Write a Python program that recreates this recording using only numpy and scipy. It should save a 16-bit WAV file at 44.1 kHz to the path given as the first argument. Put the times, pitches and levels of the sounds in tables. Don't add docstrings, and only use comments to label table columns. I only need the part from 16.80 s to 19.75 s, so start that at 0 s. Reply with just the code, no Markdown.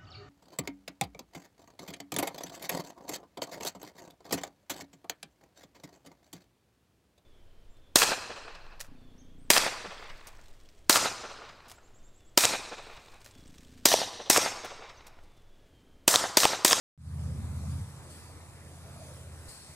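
import sys
import numpy as np
from scipy import signal
from scipy.fft import rfft, irfft, next_fast_len
from scipy.io import wavfile
from scipy.ndimage import uniform_filter1d, map_coordinates

SR = 44100
rng = np.random.default_rng(int(sys.argv[2]) if len(sys.argv) > 2 else 0)


def persist_wave(psi):
    counts = np.round(np.clip(psi, -1, 1) * 32767).astype(np.int16)
    wavfile.write(sys.argv[1], SR, np.atleast_2d(counts).T)


N = 130095

START_S, START_GAIN, FADE_S, FADE_POWER = 0.177, 0.057, 0.25, 0.98
TOP_HZ = 15350

# f/Hz, likeness/1 (clipped to 0-1)
PORT_LIKENESS = [(100,0.7),(500,1.1),(1000,0.6),(1800,0.85),(2500,3.5),(3100,0.68),(4000,0.26),(9000,0.47),(14000,0.16)]
# f/Hz, lead/rad
PORT_LEAD_RAD = [(0,-1),(400,0.41),(950,0.5),(1640,0.9),(1980,1.5),(2500,1.16),(2950,2.5),(3300,3.5),(4220,3),(6000,4.5),(7500,6.5),(8800,6.5),(10000,8.5),(12800,12),(15000,16)]
# f/Hz, left minus right/dB
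WASH_BALANCE_DB = [(100,-1.2),(400,-1),(700,-1.5),(1280,2),(2400,-1.5)]
ECHO_SPREAD_S, ECHO_DB = 0.012, -7

# t/s, rate/Hz
CYCLE_RATE_HZ = [(0.2, 16.1), (0.57, 16.0), (0.77, 16.2), (1.51, 16.4), (1.64, 16.6), (2.22, 16.7),
                 (2.66, 15.8), (2.77, 16.0), (2.95, 15.1)]
# t/s, level/dB
DRONE_LEVEL_DB = [(.18,-33.5),(.33,-34),(.47,-34.5),(.62,-34),(.75,-36),(.87,-33.5),(0.99,-34.5),(1.06,-46),(1.2,-50),(1.6,-50),(2.3,-48.5),(2.55,-46),(2.67,-50),(2.71,-57),(2.87,-60),(2.95,-66)]
# multiple of the cycle rate/1, level/dB
ENGINE_ORDERS_DB = [(3,-24),(4,-13),(5,2),(6,-4.5),(7,-14.5),(8,-3),(9,-12),(10,-7.5),(11,-21.5),(12,-21),(13,-27),(14,-26),(16,-25),(17,-27)]
# t/s, level/dB
UPPER_ORDERS_DB = [(.18,5.5),(.3,0.5),(.44,2.5),(.52,1),(.63,-10),(.72,-.5),(.79,-4.5),(.87,1.5),(1.02,3),(1.15,3.5),(1.35,0),(1.52,-8.5),(1.85,1),(2.1,2),(2.55,-2),(2.9,5)]
# f/Hz, level/dB per Hz
RUMBLE_SPECTRUM_DB = [(20,-14),(38,-15),(60,-14),(100,7.5),(150,1),(230,1),(300,-15.5),(450,-69),(1000,-85)]
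# t/s, level/dB
RUMBLE_TO_HUM_DB = [(.2,-13.5),(.42,-13.5),(.58,-8.5),(.8,-10.5),(1.1,-7.5),(1.6,-13.5),(2.1,-9.5),(2.9,-16)]
FIRST_UPPER_ORDER = 8
ORDER_WAVER_DB, SHUDDER_DB, RUMBLE_SIDE_DB = 1.1, 0.6, -11

# f/Hz, level/dB per Hz
WASH_SPECTRUM_DB = [(20,-17),(60,8),(200,-0.5),(340,0),(450,-1.5),(600,-1.5),(800,-3.5),(1100,-4),(1500,-8),(2000,-9),(2600,-16),(4000,-27),(9000,-40)]
# t/s, level/dB
WASH_LEVEL_DB = [(.18,-55.5),(.5,-54),(.75,-53.5),(1.1,-54.5),(1.5,-54.3),(1.9,-55),(2.25,-53.5),(2.55,-55),(2.8,-53),(2.95,-54)]

# f/Hz, left/dB, right/dB
FOAM_COLOUR_DB = [(2810, -4.5, -1), (3930, -2, -4.5), (5400, -3.5, -6), (6850, -3.5, -4.5), (7970, 0.5, -4),
                  (9670, -6.5, 2.5), (10800, -6, -3.5), (12800, -12.5, -13.5), (14500, -20, -18)]
# t/s, level/dB
FOAM_LEVEL_DB = [(.18,-56.5),(.45,-57.5),(.6,-58.5),(.92,-54.5),(1.07,-57.5),(1.14,-57),(1.28,-57.5),(1.31,-55.5),(1.42,-55.5),(1.55,-59),(1.77,-59.5),(2.0,-57.5),(2.15,-57),(2.26,-54),(2.34,-55.5),(2.5,-58.5),(2.64,-55.5),(2.95,-55)]
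FOAM_LOW_HZ, BUBBLES_PER_S, BUBBLE_DB = 2970, 1000, -6

# centre t/s, half length/s, pitch at centre f/Hz, level/dB
SLOSH_EVENTS = [(0.506,0.031,500,-62),(2.18,0.16,615,-59.5),(2.175,0.011,645,-54.5),(2.225,0.013,645,-52),(2.29,0.013,540,-55),(2.36,0.044,500,-62),(2.428,0.072,599.4,-63.5)]
SLOSH_WIDTH = 0.13
SLOSH_SAG_PER_S = 0.7

# onset t/s, level/dB, pitch f/Hz, t60/s
BUMP_EVENTS = [(1.002,-28.5,96,0.19),(2.681,-35,50,0.045),(2.888,-44.5,150,0.2),(2.89,-46,79,0.27)]
BUMP_ATTACK_S = 0.0032

# onset t/s, level/dB, t60/s
HISS_BURSTS = [(1.296,-55,0.6),(2.681,-48,0.67)]
# f/Hz, left/dB, right/dB
SPRAY_COLOUR_DB = [(990, 4, -2), (2500, -4.5, -5.5), (3500, -15, -12), (4300, 1.5, -14), (4840, 1, -12),
                   (5300, -4.5, -19), (6100, -17, -13), (7500, -3, -3), (8140, -1, -12), (8700, 6, -2),
                   (10400, -13, 0), (12500, -17, -12), (14300, -10.5, -26)]
# centre f/Hz, half width/Hz, level/dB
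LINGERING_BANDS = [(4410,165,0),(5320,150,-2.5),(7900,97,-8),(8170,110,3)]
SPRAY_LOW_HZ, SPRAY_ATTACK_S = 2600, 0.0036
BANDS_DB, BANDS_T60_RATIO = -7.5, 3.4
BANDS_LEFT_DB = 6


def amp(db):
    return 10 ** (np.asarray(db) / 20)


def unit(x):
    return x / np.sqrt(np.mean(x ** 2) + 1e-20)


def clock():
    return np.arange(N) / SR


def along(points, hz, axis=1):
    p = np.transpose(points)
    return np.interp(np.log(hz + 1), np.log(p[0] + 1), p[axis])


def curve(rows):
    return np.interp(clock(), *np.transpose(rows))


def wobble(knots_per_s):
    return map_coordinates(rng.standard_normal(512), [clock() * knots_per_s], mode="wrap")


def filtered(x, response):
    m = next_fast_len(N + SR // 2)
    return irfft(rfft(x, m) * response(np.fft.rfftfreq(m, 1 / SR)), m)[..., :N]


def patchy(depth_db):
    z = signal.stft(rng.standard_normal((2, N)), nperseg=512)[2]
    field = rng.standard_normal(z.shape[1:])
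    field = uniform_filter1d(field, size=6, axis=0)
    field = uniform_filter1d(field, size=16, axis=1)
    noise = signal.istft(z * amp(depth_db * unit(field)), nperseg=512)[1]
    return unit(noise[:, :N])


def ports(pair, colour):
    def mid_side_gains(hz):
        turn = np.arccos(np.clip(along(PORT_LIKENESS, hz), 0, 1)) / 2
        return np.array([np.cos(turn), np.sin(turn)])

    def lead(hz):
        lead_rad = np.interp(hz, *np.transpose(PORT_LEAD_RAD))
        return np.exp(np.outer([.5j, -.5j], lead_rad))

    mid, side = filtered(pair, mid_side_gains)
    left_right = np.array([mid + side, mid - side])
    return unit(filtered(left_right, lambda hz: colour(hz) * lead(hz)))


def hiss_colour(table, low_hz):
    def colour(hz):
        high_pass = hz ** 3 / np.hypot(hz ** 3, low_hz ** 3)
        return amp([along(table, hz, axis=1), along(table, hz, axis=2)]) * high_pass
    return colour


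def echoes(x):
    delays_s = rng.uniform(0.002, 1, (8, 2, 1)) * ECHO_SPREAD_S

    def response(hz):
        reflected = np.exp(-2j * np.pi * hz * delays_s).sum(0) / np.sqrt(len(delays_s))
        return 1 + amp(ECHO_DB) * reflected
    return unit(filtered(x, response))


def engine():
    turns = np.cumsum(curve(CYCLE_RATE_HZ)) / SR
    upper_db = curve(UPPER_ORDERS_DB)
    hum = 0
    for order, db in ENGINE_ORDERS_DB:
        order_db = db + (order >= FIRST_UPPER_ORDER) * upper_db + ORDER_WAVER_DB * wobble(5.18)
        hum = hum + amp(order_db) * np.sin(2 * np.pi * (order * turns + rng.random()))
    shuddering_hum = unit(hum) * amp(SHUDDER_DB * wobble(30.17))

    noise = rng.standard_normal((2, N))
    mid, side = unit(filtered(noise, lambda hz: amp(along(RUMBLE_SPECTRUM_DB, hz))))
    rumble = mid + np.outer([1, -1], amp(RUMBLE_SIDE_DB) * side)

    drone = unit(shuddering_hum + amp(curve(RUMBLE_TO_HUM_DB)) * rumble)
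    return drone * amp(curve(DRONE_LEVEL_DB)) * amp([[-.2], [.2]])


def wash():
    def colour(hz):
        return amp(along(WASH_SPECTRUM_DB, hz) + np.outer([.5, -.5], along(WASH_BALANCE_DB, hz)))
    return ports(patchy(depth_db=1.5), colour) * amp(curve(WASH_LEVEL_DB) + 0.24 * wobble(19))


def foam():
    bursts = rng.random((2, N)) < BUBBLES_PER_S / SR
    pops = bursts * rng.standard_normal((2, N))
    fizz = patchy(depth_db=2.0) + amp(BUBBLE_DB) * unit(pops)
    coloured = echoes(ports(fizz, hiss_colour(FOAM_COLOUR_DB, FOAM_LOW_HZ)))
    return coloured * amp(curve(FOAM_LEVEL_DB) + 0.17 * wobble(20))


def sloshes():
    out = 0
    for centre_s, half_s, pitch_hz, db in SLOSH_EVENTS:
        age = clock() - centre_s
        phase = 2 * np.pi * np.cumsum(pitch_hz * np.exp(-SLOSH_SAG_PER_S * age)) / SR
        width_hz = SLOSH_WIDTH * pitch_hz
        a, b = filtered(rng.standard_normal((2, 2, N)), lambda hz: 1 / (1 + (hz / width_hz) ** 2) ** 2)
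        hollow = ports(a * np.cos(phase) + b * np.sin(phase), np.ones_like)
        out = out + hollow * amp(db) * np.exp(-(age / half_s) ** 2 / 2)
    return out


def bumps():
    out = 0
    for onset_s, db, pitch_hz, t60_s in BUMP_EVENTS:
        age = np.maximum(clock() - onset_s, 0)
        attack = 1 - np.exp(-age / BUMP_ATTACK_S)
        out = out + amp(db - 60 * age / t60_s) * attack * np.sin(2 * np.pi * pitch_hz * age)
    return out


def spray():
    hiss = echoes(ports(patchy(depth_db=1.7), hiss_colour(SPRAY_COLOUR_DB, SPRAY_LOW_HZ)))

    def narrow(hz):
        return sum(amp(db) / (1 + ((hz - centre) / width) ** 2) for centre, width, db in LINGERING_BANDS)

    bands_db = BANDS_DB + np.array([[.5], [-.5]]) * BANDS_LEFT_DB
    bands = ports(rng.standard_normal((2, N)), narrow) * amp(bands_db)
    out = 0
    for onset_s, db, t60_s in HISS_BURSTS:
        age = np.maximum(clock() - onset_s, 0)
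        attack = 1 - np.exp(-age / SPRAY_ATTACK_S)
        fall_db = -60 * age / t60_s
        burst = hiss * amp(fall_db) + bands * amp(fall_db / BANDS_T60_RATIO)
        out = out + amp(db) * attack * burst
    return out


def scene():
    return engine() + wash() + foam() + sloshes() + bumps() + spray()


def record(dry):
    age = clock() - START_S
    rise = np.clip(age / FADE_S, 0, 1) ** FADE_POWER
    fade = (age > 0) * (START_GAIN + (1 - START_GAIN) * rise)
    return filtered(dry * fade, lambda hz: hz < TOP_HZ)


dry = scene()
out = record(dry)
persist_wave(out)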